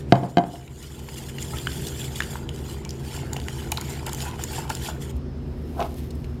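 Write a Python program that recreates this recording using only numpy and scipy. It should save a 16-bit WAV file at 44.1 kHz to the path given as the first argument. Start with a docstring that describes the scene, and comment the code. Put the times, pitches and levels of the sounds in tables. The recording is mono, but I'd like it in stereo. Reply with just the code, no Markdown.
"""A wire whisk circles in thin batter, close to a two-port microphone on a kitchen counter: torn films
swish and click, wires scrape, the batter gurgles, pops and pings as damped rings, and wet surfaces smack
as filtered noise. Among this a plastic bowl knocks twice, as decaying modes; the first knock ducks the
camera's gain, which creeps back over a second and a half. After 5.1 s the scene cuts to hands scooping
wet diced ham off a plastic board, which scuffs once in stick-slip crackle. A fan of tones and noise drones."""
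import sys
import numpy as np
from scipy import signal
from scipy.fft import rfft, irfft, next_fast_len
from scipy.io import wavfile
from scipy.ndimage import uniform_filter1d, map_coordinates

SR = 44100
rng = np.random.default_rng(int(sys.argv[2]) if len(sys.argv) > 2 else 0)


def unload_wav(signal):
    """Save mono or channel-first audio to the path in sys.argv[1] as 16-bit WAV at rate SR, clipped to [-1, 1]."""
    wavfile.write(
        sys.argv[1],
        SR,
        np.round(np.clip(np.atleast_2d(signal).T, -1, 1) * 32767).astype(np.int16),
    )


N = 282240
CUT_S = 5.115  # here the scene cuts from the bowl to the board


def amp(db):
    """Decibels to gain."""
    return 10 ** (np.asarray(db) / 20)


def unit(x):
    """Scale to rms 1."""
    return x / np.sqrt(np.mean(x ** 2) + 1e-20)


def along(points, hz):
    """Read a curve of (Hz, value) points on a log frequency axis."""
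    f, v = np.transpose(points)
    return np.interp(np.log(hz + 1), np.log(f + 1), v)


def curves(rows):
    """One value per sample for each column after the time."""
    s, *columns = np.transpose(rows)
    return [np.interp(np.arange(N) / SR, s, column) for column in columns]


def wobble(rate):
    """A smooth random curve, rate knots a second."""
    knots = rng.standard_normal(int(N * rate / SR) + 4)
    return map_coordinates(knots, [np.arange(N) * rate / SR])


def filtered(x, response):
    """x times a response of frequency."""
    m = next_fast_len(x.shape[-1] + SR // 4)
    spectrum = rfft(x, m) * response(np.fft.rfftfreq(m, 1 / SR))
    return irfft(spectrum, m)[..., :x.shape[-1]]


def coloured(x, spectrum):
    """x shaped by the given spectrum, at rms 1."""
    return unit(filtered(x, lambda hz: amp(along(spectrum, hz))))


def fade(t, t60):
    """Exponential decay by 60 dB in t60 seconds."""
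    return np.exp(-np.log(1000) * t / t60)


def add(track, s, sound):
    """Mix a sound into a track at s seconds."""
    part = track[..., max(round(s * SR), 0):][..., :sound.shape[-1]]
    part += sound[..., :part.shape[-1]]


def swells(rows):
    """Gain of overlapping gestures (crest s, dB, rise s, fall s); rise and fall each span 10 dB."""
    t = np.arange(N) / SR
    power = 0
    for s, db, rise, fall in rows:
        steps = np.minimum(np.maximum((s - t) / rise, (t - s) / fall), 10)
        power = power + amp(db - 10 * steps) ** 2
    return np.sqrt(power)


# Likeness of the two microphone ports. Each row: frequency in Hz, left-right likeness from 0 to 1.
PORT_LIKENESS = [(100, 1), (250, 0.99), (700, 0.8), (2000, 0.59), (4000, 0.89), (5500, 0.22), (7500, 0.19),
                 (9500, 0.15), (11000, 0.22), (15000, 0.25)]


def spread(pair):
    """Two unrelated signals to left and right, as alike at each frequency as the two ports hear it."""
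    def mid_side_gains(hz):
        angle = np.arccos(np.clip(along(PORT_LIKENESS, hz), -1, 1)) / 2
        return np.array([np.cos(angle), np.sin(angle)])

    mid, side = filtered(pair, mid_side_gains)
    return np.array([mid + side, mid - side])


# Reverberation of the kitchen. Each row: frequency in Hz, t60 in seconds.
KITCHEN_DECAY = [(130, 0.66), (700, 0.48), (2000, 0.33), (10000, 0.26)]


def room(x, delay=.005):
    """The kitchen's answer, delay seconds late: each frequency dies at its own speed."""
    hz, t, z = signal.stft(rng.standard_normal((2, SR // 2)), SR, nperseg=256)
    t60 = along(KITCHEN_DECAY, hz)[:, None]
    tail = spread(signal.istft(z * fade(t, t60), SR, nperseg=256)[1])
    tail = np.pad(tail, ((0, 0), (round(delay * SR), 0))) / np.linalg.norm(tail[0])
    return signal.fftconvolve(np.atleast_2d(x), tail, axes=1)[:, :N]


def patchy(x, depth_db, span_hz, span_s):
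    """Brief resonances come and go at random, as when pockets in the batter open and close."""
    z = signal.stft(x, nperseg=512, noverlap=384)[2]
    bins, frames = np.indices(z.shape[1:])
    place = [bins * SR / 512 / span_hz, frames * 128 / SR / span_s]
    field = map_coordinates(rng.standard_normal((128, 512)), place, order=2, mode="wrap")
    gain = amp(depth_db * np.minimum(field, 2))
    return unit(signal.istft(z * gain, nperseg=512, noverlap=384)[1][:, :x.shape[1]])


# The fan's tones as heard at the bowl. Each row: frequency in Hz, relative level in dB.
FAN_TONES_AT_BOWL = [(49, -19), (68, -11.5), (75.4, -7), (127, -17), (134.6, -8.5), (149, -16.5),
                     (177.6, -29.5), (226.1, -13.5), (339.1, -17), (396, -16), (473.7, -20.5)]
# The fan's tones as heard at the board. Each row: frequency in Hz, relative level in dB.
FAN_TONES_AT_BOARD = [(49, -12), (68, -7), (75.4, -4), (134.6, -9.5), (149, -17), (233, -11.5),
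                      (242.2, -12.5), (263.8, -15.5), (366.1, -15)]
# Rush of the fan's air. Each row: frequency in Hz, relative spectrum level in dB.
FAN_AIR = [(20, -20), (42, -0.5), (62, 4.5), (95, 1.5), (135, 8.5), (195, -2.5), (260, -2), (380, -2.5),
           (520, -11.5), (800, -19), (1500, -25.5), (5400, -37), (5800, -38), (15000, -57)]
# Thin whistle in that air. Each row: frequency in Hz, relative spectrum level in dB.
FAN_WHISTLE = [(4300, -60), (5000, -4), (5350, 0), (5480, -16), (5700, -60)]
FAN_DB = -32.5  # gain of the whole drone
AIR_DB, WHISTLE_DB = -3.5, -36  # before that gain


def fan():
    """Slightly unsteady motor tones beat over rushing air; at the board the air also whistles faintly."""
    t = np.arange(N) / SR

    def tones(rows):
        total = 0
        for hz, db in rows:
            phase = 2 * np.pi * (hz * t + rng.random()) + 0.28 * wobble(5)
            total = total + amp(db) * np.sqrt(2) * np.sin(phase)
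        return total

    at_board = np.clip((t - CUT_S) / 0.0057, 0, 1)
    hum = (1 - at_board) * tones(FAN_TONES_AT_BOWL) + at_board * tones(FAN_TONES_AT_BOARD)
    rush = patchy(spread(rng.standard_normal((2, N))), depth_db=1.5, span_hz=400, span_s=0.09)
    air = coloured(rush, FAN_AIR)
    whistle = at_board * amp(WHISTLE_DB) * coloured(spread(rng.standard_normal((2, N))), FAN_WHISTLE)
    return amp(FAN_DB) * (hum + amp(AIR_DB) * air + whistle)


def crackle(rate, scatter_db):
    """Two streams of tiny ruptures, rate a second, of uneven size, as when liquid films tear."""
    size = amp(scatter_db * np.minimum(rng.standard_normal(N), 2))
    return unit((rng.random(N) < rate / SR) * size * rng.standard_normal((2, N)))


def smacks(rows, body, attack=0.00091, width=0.92, uneven_db=3.8):
    """Short bright spits where a wet surface lets go, coloured by a small cavity and the body below."""
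    track, t = np.zeros((2, N)), np.arange(SR // 12) / SR
    grid = np.linspace(0, SR / 2, 56)
    for s, db, hz, t60 in rows:
        cavity = amp(uneven_db * rng.standard_normal(len(grid)))

        def colour(f):
            hump = 1 / (1 + (np.log2((f + 1) / hz) / width) ** 2)  # width in octaves
            return body(f) * np.interp(f, grid, cavity) * hump

        spit = unit(filtered(rng.standard_normal((2, len(t))), colour))
        add(track, s, amp(db - 4) * spit * fade(t, t60) * (1 - np.exp(-t / attack)))
    return spread(track)


# The board slips and catches, some slips screeching brighter. Each row: crest in seconds, relative
# level in dB, rise in seconds per 10 dB, fall in seconds per 10 dB, rasp over that level in dB.
BOARD_SLIPS = [(5.799, -25, 0.015, 0.008, -28), (5.804, -25.5, 0.003, 0.0053, -7),
               (5.813, -21, 0.008, 0.009, -17), (5.826, -22.5, 0.0065, 0.0073, -11),
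               (5.858, -32.5, 0.065, 0.019, -18)]
# Colour of the board's scuff. Each row: frequency in Hz, relative spectrum level in dB.
SCUFF_COLOUR = [(250, -11), (440, -2.5), (580, -7.5), (670, 6.5), (760, 3.5), (900, -8), (1040, -2),
                (1170, -12), (1290, -9), (1400, -15), (1530, -14), (1850, -29), (6000, -52)]
# Colour of the board's rasp. Each row: frequency in Hz, relative spectrum level in dB.
RASP_COLOUR = [(1200, -11), (2600, 0.5), (4200, -6), (5500, -11), (12000, -28)]
# The hands press and lift the ham. Each row: crest in seconds, relative level in dB, rise in seconds
# per 10 dB, fall in seconds per 10 dB.
HAM_GRABS = [(5.168, -52.5, 0.012, 0.012), (5.71, -59, 0.25, 0.044), (5.84, -46.5, 0.092, 0.1),
             (5.99, -46, 0.034, 0.061), (6.15, -60, .06, 0.34)]
# Colour of the ham's sticky crackle. Each row: frequency in Hz, relative spectrum level in dB.
STICKY_COLOUR = [(700, -6), (1800, 7), (3200, 10.5), (5000, 7), (9000, 6), (13200, 9.5), (15500, -1)]
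# Bits of ham tick on the board. Each row: start in seconds, relative level in dB, centre in Hz,
# t60 in seconds.
HAM_TICKS = [(5.796, -23, 9000, .007), (5.9413, -33, 8500, 0.015), (5.9668, -33, 11000, .014),
             (6.1055, -31.5, 4600, 0.032), (6.1518, -43, 10000, 0.031), (6.2426, -34.5, 2600, 0.032)]


def board(bump_s=5.14, bump_hz=66, bump_db=-19):
    """A soft bump as a decaying sine, the board's stick-slip scuff, crackle and ticks of wet ham."""
    t, bump = np.arange(SR // 2) / SR, np.zeros(N)
    thud = np.sin(2 * np.pi * bump_hz * t) * fade(t, 0.4) * (1 - np.exp(-t / 0.0066))
    add(bump, bump_s, amp(bump_db) * thud)

    grip = patchy(spread(crackle(rate=5000, scatter_db=1.5)), depth_db=1.5, span_hz=111.6, span_s=.025)
    scuff = swells([slip[:4] for slip in BOARD_SLIPS]) * coloured(grip, SCUFF_COLOUR)
    screech = patchy(spread(crackle(rate=3000, scatter_db=3.0)), depth_db=4, span_hz=200, span_s=.02)
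    rasp_rows = [(s, db + rasp_db, rise, fall) for s, db, rise, fall, rasp_db in BOARD_SLIPS]
    scuff += swells(rasp_rows) * coloured(screech, RASP_COLOUR)

    peeling = crackle(rate=7000, scatter_db=2.0) + amp(-12) * crackle(rate=320, scatter_db=3.0)
    ham = swells(HAM_GRABS) * amp(1.6 * wobble(50)) * coloured(spread(peeling), STICKY_COLOUR)
    ham = ham + smacks(HAM_TICKS, np.ones_like, width=0.68)
    return bump + scuff + ham + amp(-14.5) * room(scuff + ham)


# Blows of the bowl on the counter. Each row: start in seconds, relative level in dB, hardness in dB
# of the upper modes, level in dB of the lowest mode, level in dB of the wall's middle modes.
BOWL_BLOWS = [(0.1227, 19.5, -1, 1.5, 0.5), (0.1546, 1, -1, 4, -1), (0.187, -5, -16, -1, -6),
              (0.229, 8, -19, -21, 0), (0.2335, -11, -1, -4, -3), (0.371, 9.5, -1, -0.5, 2),
              (0.3825, 2.5, 1.5, 1, 5), (0.3882, 2.5, -5, -8, -2), (0.3954, 3, -12, -6, -1),
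              (0.438, -4.5, -5, -9, -6), (0.535, -7.5, -19, -10, 1)]
# Modes of the bowl on the counter. Each row: frequency in Hz, relative level in dB, t60 in seconds.
BOWL_MODES = [(131.7, -8.5, 0.28), (179, -12, 0.18), (231, -4, 0.028), (306, -1.5, 0.039),
              (365, -9.5, 0.076), (515, -5.5, 0.039), (701, -1.5, 0.089), (693, -18.5, 0.3),
              (781, -16, 0.13), (891, -17.5, 0.12), (988, -22.5, 0.14), (1084, -27, 0.16),
              (1205, -9, 0.016), (1584, -1, 0.013), (2080, -9, 0.018), (2500, -11, 0.014),
              (3080, -2, 0.011), (3920, -4.5, 0.0071), (4530, -4, 0.006), (6480, -19, 0.008)]
# Loose rattle of the bowl's wall after a blow. Each row: frequency in Hz, relative spectrum level in dB.
RATTLE_COLOUR = [(150, -18), (400, 3), (750, 2), (1300, -10.5), (2500, -22), (5000, -40), (9000, -51)]
RATTLE_DB, RATTLE_T60_S = -21, 0.29


def knocks(lag=1.21, attack=0.00094, waver_db=1.5, waver=0.33, crack_db=-8):
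    """Blows ring the bowl's modes, wavering as batter slops; soft ones start slowly, with weak upper modes."""
    track, t = np.zeros(N), np.arange(SR // 2) / SR
    knots = t[::SR // 100]
    crack_band = signal.butter(2, [1500, 6500], "bandpass", fs=SR, output="sos")

    def slop():
        return np.interp(t, knots, rng.standard_normal(len(knots))) * (1 - np.exp(-t / 0.013))

    for s, db, hard_db, boom_db, wall_db in BOWL_BLOWS:
        ring = np.zeros(len(t))
        for k, (hz, level, t60) in enumerate(BOWL_MODES):
            touch_db = boom_db if hz < 150 else 0 if hz < 600 else wall_db if hz < 1150 else hard_db
            strength = amp(level + rng.normal(0, 1) + touch_db + waver_db * slop())
            # the blow needs a moment to spread through the wall, so each mode lags the one before
            phase = 2 * np.pi * hz * t - k * lag + waver * slop()
            ring += strength * fade(t, t60) * np.sin(phase)
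        crack = signal.sosfilt(crack_band, rng.standard_normal(len(t))) * fade(t, .01)
        rattle = amp(RATTLE_DB) * coloured(rng.standard_normal(len(t)), RATTLE_COLOUR)
        rattle *= fade(t, RATTLE_T60_S) * (1 - np.exp(-t / 0.0049))
        onset = 1 - np.exp(-t / (attack * amp(-hard_db)))
        add(track, s, amp(db - 7.0) * (ring + rattle + amp(hard_db + crack_db) * crack) * onset)
    dull = filtered(track, lambda hz: 1 / np.hypot(1, hz / 1900))
    return track + amp(-15) * room(dull)


def damped_ring(t, hz, cycles):
    """A sine that rings for a few cycles, as a bubble does when the liquid around it damps it."""
    ring = np.sin(2 * np.pi * hz * t) * fade(t, cycles / hz) * (1 - np.exp(-2 * t * hz))
    return ring / np.abs(ring).max()


def bubbles(rate, centre_hz, octaves, cycles, scatter_db):
    """A stream of small bubbles of random pitch and size."""
    t, track = np.arange(SR // 40) / SR, np.zeros(N)
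    for s, pitch, size in rng.random((int(rate * N / SR), 3)):
        hz = centre_hz * 2 ** (octaves * (2 * pitch - 1))
        add(track, s * N / SR, amp(scatter_db * size) * damped_ring(t, hz, cycles))
    return unit(track)


# Short damped rings, low pops and high pings, some sounding together or along with a smack.
# Each row: start in seconds, peak in dB, pitch in Hz, cycles of ring.
POPS_AND_PINGS = [(1.086, -30, 920, 16), (1.3837, -27.5, 1940, 17), (1.535, -33, 1300, 100),
                  (1.671, -14.5, 1520, 15), (2.2045, -12, 1710, 19), (2.2213, -22.5, 1510, 9),
                  (2.3554, -26.5, 950, 17), (2.356, -31, 1740, 14), (2.491, -24, 3060, 24),
                  (2.8925, -25, 5200, 24), (2.9073, -24.5, 5800, 37), (2.851, -32, 2880, 18),
                  (2.8507, -26, 6700, 40), (3.332, -30, 930, 10), (3.332, -32, 1500, 13),
                  (3.332, -21.5, 7000, 87), (3.365, -28.5, 794, 16), (3.484, -23, 2000, 15),
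                  (3.484, -32, 1040, 5.7), (3.72, -22, 2410, 40), (3.7225, -23, 2870, 37),
                  (3.721, -23, 3920, 32), (3.721, -25, 850, 35), (4.03, -33, 900, 16),
                  (4.078, -32, 1390, 33), (4.267, -29, 824, 14), (4.392, -32, 1410, 56),
                  (4.583, -25, 820, 16), (4.653, -30.5, 890, 24), (4.704, -25.5, 1404, 63),
                  (4.887, -24, 860, 12), (4.89, -33, 1490, 16), (4.067, -29, 2820, 27),
                  (4.438, -30.5, 1750, 16)]


def pops_and_pings():
    """Short damped rings, low pops and high pings, some sounding together or along with a smack."""
    track, t = np.zeros(N), np.arange(SR // 20) / SR
    for s, db, hz, cycles in POPS_AND_PINGS:
        add(track, s, amp(db) * damped_ring(t, hz, cycles))
    return track


# Resonances that colour the swish and the smacks. Each row: frequency in Hz, width in Hz, gain in dB.
WIRE_RESONANCES = [(3006, 470, 10.5), (4880, 920, 4.5), (6780, 410, 7.5), (7280, 500, 11), (9150, 290, 5),
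                   (10570, 450, 3.5), (12140, 610, 6), (13460, 500, 7)]


def wires(f):
    """Gain of the whisk's resonances at each frequency."""
    return 1 + sum((amp(db) - 1) / (1 + (2 * (f - hz) / width) ** 2) for hz, width, db in WIRE_RESONANCES)


# Sweeps of the whisk through the batter. Each row: crest in seconds, relative level in dB, rise in
# seconds per 10 dB, fall in seconds per 10 dB.
WHISK_SWEEPS = [(0.0, -49.5, .05, 0.019), (0.16, -42, 0.028, 0.17), (0.25, -45.5, 0.061, 0.072),
                (0.55, -43, 0.14, 0.095), (0.85, -45, 0.15, 0.38), (1.17, -42.5, 0.069, 0.11),
                (1.29, -41, 0.01, 0.014), (1.42, -41.5, 0.036, 0.043), (1.58, -44.5, 0.16, 0.052),
                (1.72, -44.5, 0.1, 0.16), (1.88, -45, 0.16, 0.1), (2.01, -43.5, 0.12, 0.15),
                (2.16, -40, 0.014, 0.049), (2.31, -43, 0.11, 0.07), (2.72, -46.5, 0.18, 0.076),
                (2.9, -55, 0.025, 0.1), (3.15, -43, 0.12, 0.092), (3.63, -44.5, 0.22, 0.064),
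                (3.74, -50, 0.013, 0.1), (3.9, -41, 0.072, 0.097), (4.09, -51, 0.016, 0.09),
                (4.22, -38.5, 0.064, 0.079), (4.42, -45, 0.034, 0.074), (4.55, -38.5, 0.061, 0.066),
                (4.72, -45.5, 0.032, 0.11), (4.86, -38, 0.066, 0.047), (5.025, -45, 0.019, 0.034),
                (5.1, -49, 0.024, 0.024)]
# Short low gurgling bursts in the batter, many under a smack. Each row: crest in seconds, relative
# level in dB.
GURGLE_BURSTS = [(1.537, -38), (2.358, -43), (2.85, -43.5), (3.333, -41), (3.366, -39), (3.724, -39.5),
                 (3.781, -37), (3.816, -39.5), (4.07, -36.5), (4.082, -37.5), (4.126, -42.5), (4.396, -38),
                 (4.585, -36.5), (4.702, -32), (4.891, -38)]
BURST_RISE_S, BURST_FALL_S = 0.0072, 0.016  # per 10 dB
BURST_SWISH_DB = -8.5  # swish that goes with a burst, over its gurgle gain
SETTLE_S, WAKE_DB = 0.094, -3  # the batter churns on behind the wires: time constant, level


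def stirring():
    """Gains of the swish and of the gurgle: sweeps leave a churning wake, bursts lift both gains briefly."""
    sweep = swells(WHISK_SWEEPS)
    burst = swells([(s, db, BURST_RISE_S, BURST_FALL_S) for s, db in GURGLE_BURSTS])
    keep = np.exp(-1 / (SETTLE_S * SR))
    wake = signal.lfilter([1 - keep], [1, -keep], sweep)
    at_bowl = np.arange(N) / SR < CUT_S
    swish = at_bowl * np.hypot(sweep, amp(BURST_SWISH_DB) * burst)
    gurgling = at_bowl * np.hypot(burst, amp(WAKE_DB) * wake)
    return swish, gurgling


SPIT_COUNT, SPIT_DB, SPIT_HZ, SPIT_T60_S = 30, 22, 2800, 0.0083  # dB over the swish, at most


def spits(swish):
    """Small smacks at random moments of the whisking, following the strength of the swish around them."""
    rows = []
    for when, size, pitch in rng.random((SPIT_COUNT, 3)):
        s = when * CUT_S
        strength = swish[int(s * SR)] * (1 + size) / 2
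        db = SPIT_DB + 20 * np.log10(strength + 1e-9)
        rows.append((s, db, SPIT_HZ * 2 ** (2 * pitch - 1), SPIT_T60_S))
    return rows


# How deep the whisk runs; deeper gurgles more and fizzes less. Each row: time in seconds, depth in dB.
WHISK_DEPTH = [(0, 0.5), (1.4, -3.5), (2.0, -5), (2.5, 0.5), (3.2, 3), (3.6, 1), (4.2, 2), (5.1, -1.5)]
# Colour of the fizz. Each row: frequency in Hz, relative spectrum level in dB.
FIZZ_COLOUR = [(2500, -27), (5000, -19), (6500, -6.5), (8500, 0), (10000, -3), (13800, -6), (15500, -13)]
# Colour of the slosh. Each row: frequency in Hz, relative spectrum level in dB.
SLOSH_COLOUR = [(600, -15), (1500, -4.5), (2400, -5), (4100, -3), (5500, -1), (8000, -24.5), (14000, -34)]
# Ring of the wires dragging on the bowl's floor. Each row: frequency in Hz, relative spectrum level in dB.
SCRAPE_COLOUR = [(2700, -23), (3200, -7), (3450, 4), (3700, -13), (4300, -34)]
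# Colour of the gurgle. Each row: frequency in Hz, relative spectrum level in dB.
GURGLE_COLOUR = [(300, -2.5), (570, -10), (850, 1.5), (1000, -1), (1200, -11), (1420, 0), (1600, -6),
                 (2200, -5), (3000, -9), (6000, -49)]
FIZZ_DB, FIZZ_PER_DEPTH = 3.0, -0.41  # level over the swish, dB per dB of depth
SCRAPE_DB, SCRAPE_PER_DEPTH = -9.5, -1.35  # likewise; strongest when the whisk runs shallow
SLOSH_DB, FROTH_DB = -0.5, -5  # over the swish; froth is tiny bubbles bursting


def whisk(swish, gurgling):
    """Wires tear films into fizz, scrape the bowl, slosh batter and fold in air that gurgles and froths."""
    depth_db, = curves(WHISK_DEPTH)
    # countless tiny ruptures, with single droplets clicking among them
    ruptures = crackle(rate=12000, scatter_db=2.5) + amp(-13.0) * crackle(rate=200, scatter_db=6.0)
    tearing = patchy(spread(filtered(ruptures, wires)), depth_db=4.5, span_hz=199.2, span_s=.028)
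    tearing = tearing * amp(1.63 * wobble(60))
    fizz = swish * amp(FIZZ_PER_DEPTH * depth_db + FIZZ_DB) * coloured(tearing, FIZZ_COLOUR)

    sloshing = patchy(tearing, depth_db=3.5, span_hz=160.3, span_s=0.02)
    slosh = swish * amp(SLOSH_DB) * coloured(sloshing, SLOSH_COLOUR)

    dragging = coloured(spread(crackle(rate=190, scatter_db=3.5)), SCRAPE_COLOUR)
    scrape = swish * amp(SCRAPE_DB + SCRAPE_PER_DEPTH * depth_db) * dragging

    air = bubbles(rate=350, centre_hz=1158, octaves=1.05, cycles=15.4, scatter_db=17.5)
    churn = patchy(spread(crackle(rate=2500, scatter_db=7.0)), depth_db=10.5, span_hz=120.5, span_s=0.035)
    gurgle = gurgling * amp(depth_db + 3.5) * coloured(amp(-7.5) * air + churn, GURGLE_COLOUR)

    froth = bubbles(rate=300, centre_hz=3005, octaves=1.0, cycles=39, scatter_db=14)
    return fizz + slosh + scrape + gurgle + swish * amp(FROTH_DB) * froth


# The loudest wet smacks. 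Each row: start in seconds, relative level in dB, centre in Hz, t60 in seconds.
WET_SMACKS = [(0.556, -26, 2460, 0.02), (0.677, -26, 2200, 0.025), (0.8265, -21, 7000, 0.022),
              (0.9922, -21.5, 6000, 0.012), (1.087, -23.5, 1970, 0.035), (1.1413, -23, 6000, .02),
              (1.3832, -22, 2420, 0.027), (1.4247, -19.5, 5970, 0.026), (1.5699, -22, 3100, 0.013),
              (1.5843, -17, 3000, 0.013), (1.6701, -13.5, 1900, 0.015), (1.7175, -21, 3430, 0.017),
              (1.8682, -20.5, 3800, 0.023), (1.8835, -16.5, 5200, 0.01), (1.9967, -17, 4500, 0.008),
              (2.2036, -5.5, 3140, 0.0083), (2.2213, -14, 2500, 0.01), (2.2335, -16.5, 2200, 0.0096),
              (2.4908, -23, 4470, 0.015), (2.5441, -32, 7140, 0.024), (2.5606, -23, 4500, 0.0097),
              (2.5894, -26, 4500, 0.009), (2.850, -20.5, 3000, 0.008), (2.8919, -20.5, 5300, 0.013),
              (2.9056, -24, 5340, 0.015), (3.1639, -19, 4500, 0.008), (3.3316, -14, 6360, 0.014),
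              (3.3648, -18.5, 3380, 0.02), (3.400, -19.5, 3000, 0.01), (3.4162, -24, 3200, 0.008),
              (3.44, -25, 4000, 0.0064), (3.484, -12.5, 2400, 0.0085), (3.718, -6, 9500, 0.015),
              (3.7725, -12.5, 3070, 0.016), (3.782, -27, 6000, 0.012), (3.8114, -13, 7000, 0.011),
              (3.9047, -17, 4600, 0.0069), (4.064, -14, 6940, 0.017), (4.093, -16, 3560, 0.013),
              (4.131, -12, 7400, 0.014), (4.1468, -13, 7000, 0.009), (4.2044, -18, 3200, 0.014),
              (4.3116, -22, 2500, 0.01), (4.437, -13.5, 6000, 0.021), (4.582, -21, 1900, 0.012),
              (4.588, -17.5, 7000, .01), (4.678, -25, 3000, 0.01), (4.695, -17, 6500, .012),
              (4.6998, -10.5, 6150, 0.011), (4.723, -23, 4500, .007), (4.7505, -12, 6950, 0.011),
              (4.77, -21, 4500, 0.012)]


def batter(lead=.000028, wire_share=0.83):
    """The batter's wet sounds; their treble reaches the left microphone port a little late and weak."""
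    swish, gurgling = stirring()
    wet_smacks = smacks(list(WET_SMACKS) + spits(swish), lambda f: wires(f) ** wire_share)
    near = whisk(swish, gurgling) + pops_and_pings() + wet_smacks
    sides = np.array([[1], [-1]])

    def ports(hz):
        treble = np.clip(hz / 3000 - 1, 0, 1)  # sets in at 3 kHz, full from 6 kHz
        return np.exp(-sides * (1j * np.pi * hz * lead + 0.049) * treble)

    near = filtered(near, ports)
    return near + amp(-13.5) * room(near)


def scene():
    """Bowl, batter, board and fan."""
    return knocks() + batter() + board() + fan()


LIMIT_DB, RECOVER_DB_PER_S = -4.5, 10.5  # gain control: highest 10 ms level, speed of recovery
TOP_HZ = 15900  # band limit


def record(dry):
    """The camera ducks its gain at once on a loud sound, recovers slowly, clips and limits the band."""
    power = np.abs(uniform_filter1d(np.mean(dry ** 2, axis=0), size=SR // 100))
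    excess_db = np.maximum(10 * np.log10(power + 1e-12) - LIMIT_DB, 0)
    recovery_db = RECOVER_DB_PER_S * np.arange(N) / SR
    duck_db = np.maximum.accumulate(excess_db + recovery_db) - recovery_db
    clipped = np.clip(dry * amp(-duck_db), -1, 1)
    return filtered(clipped, lambda hz: hz < TOP_HZ)


dry = scene()
out = record(dry)
unload_wav(out)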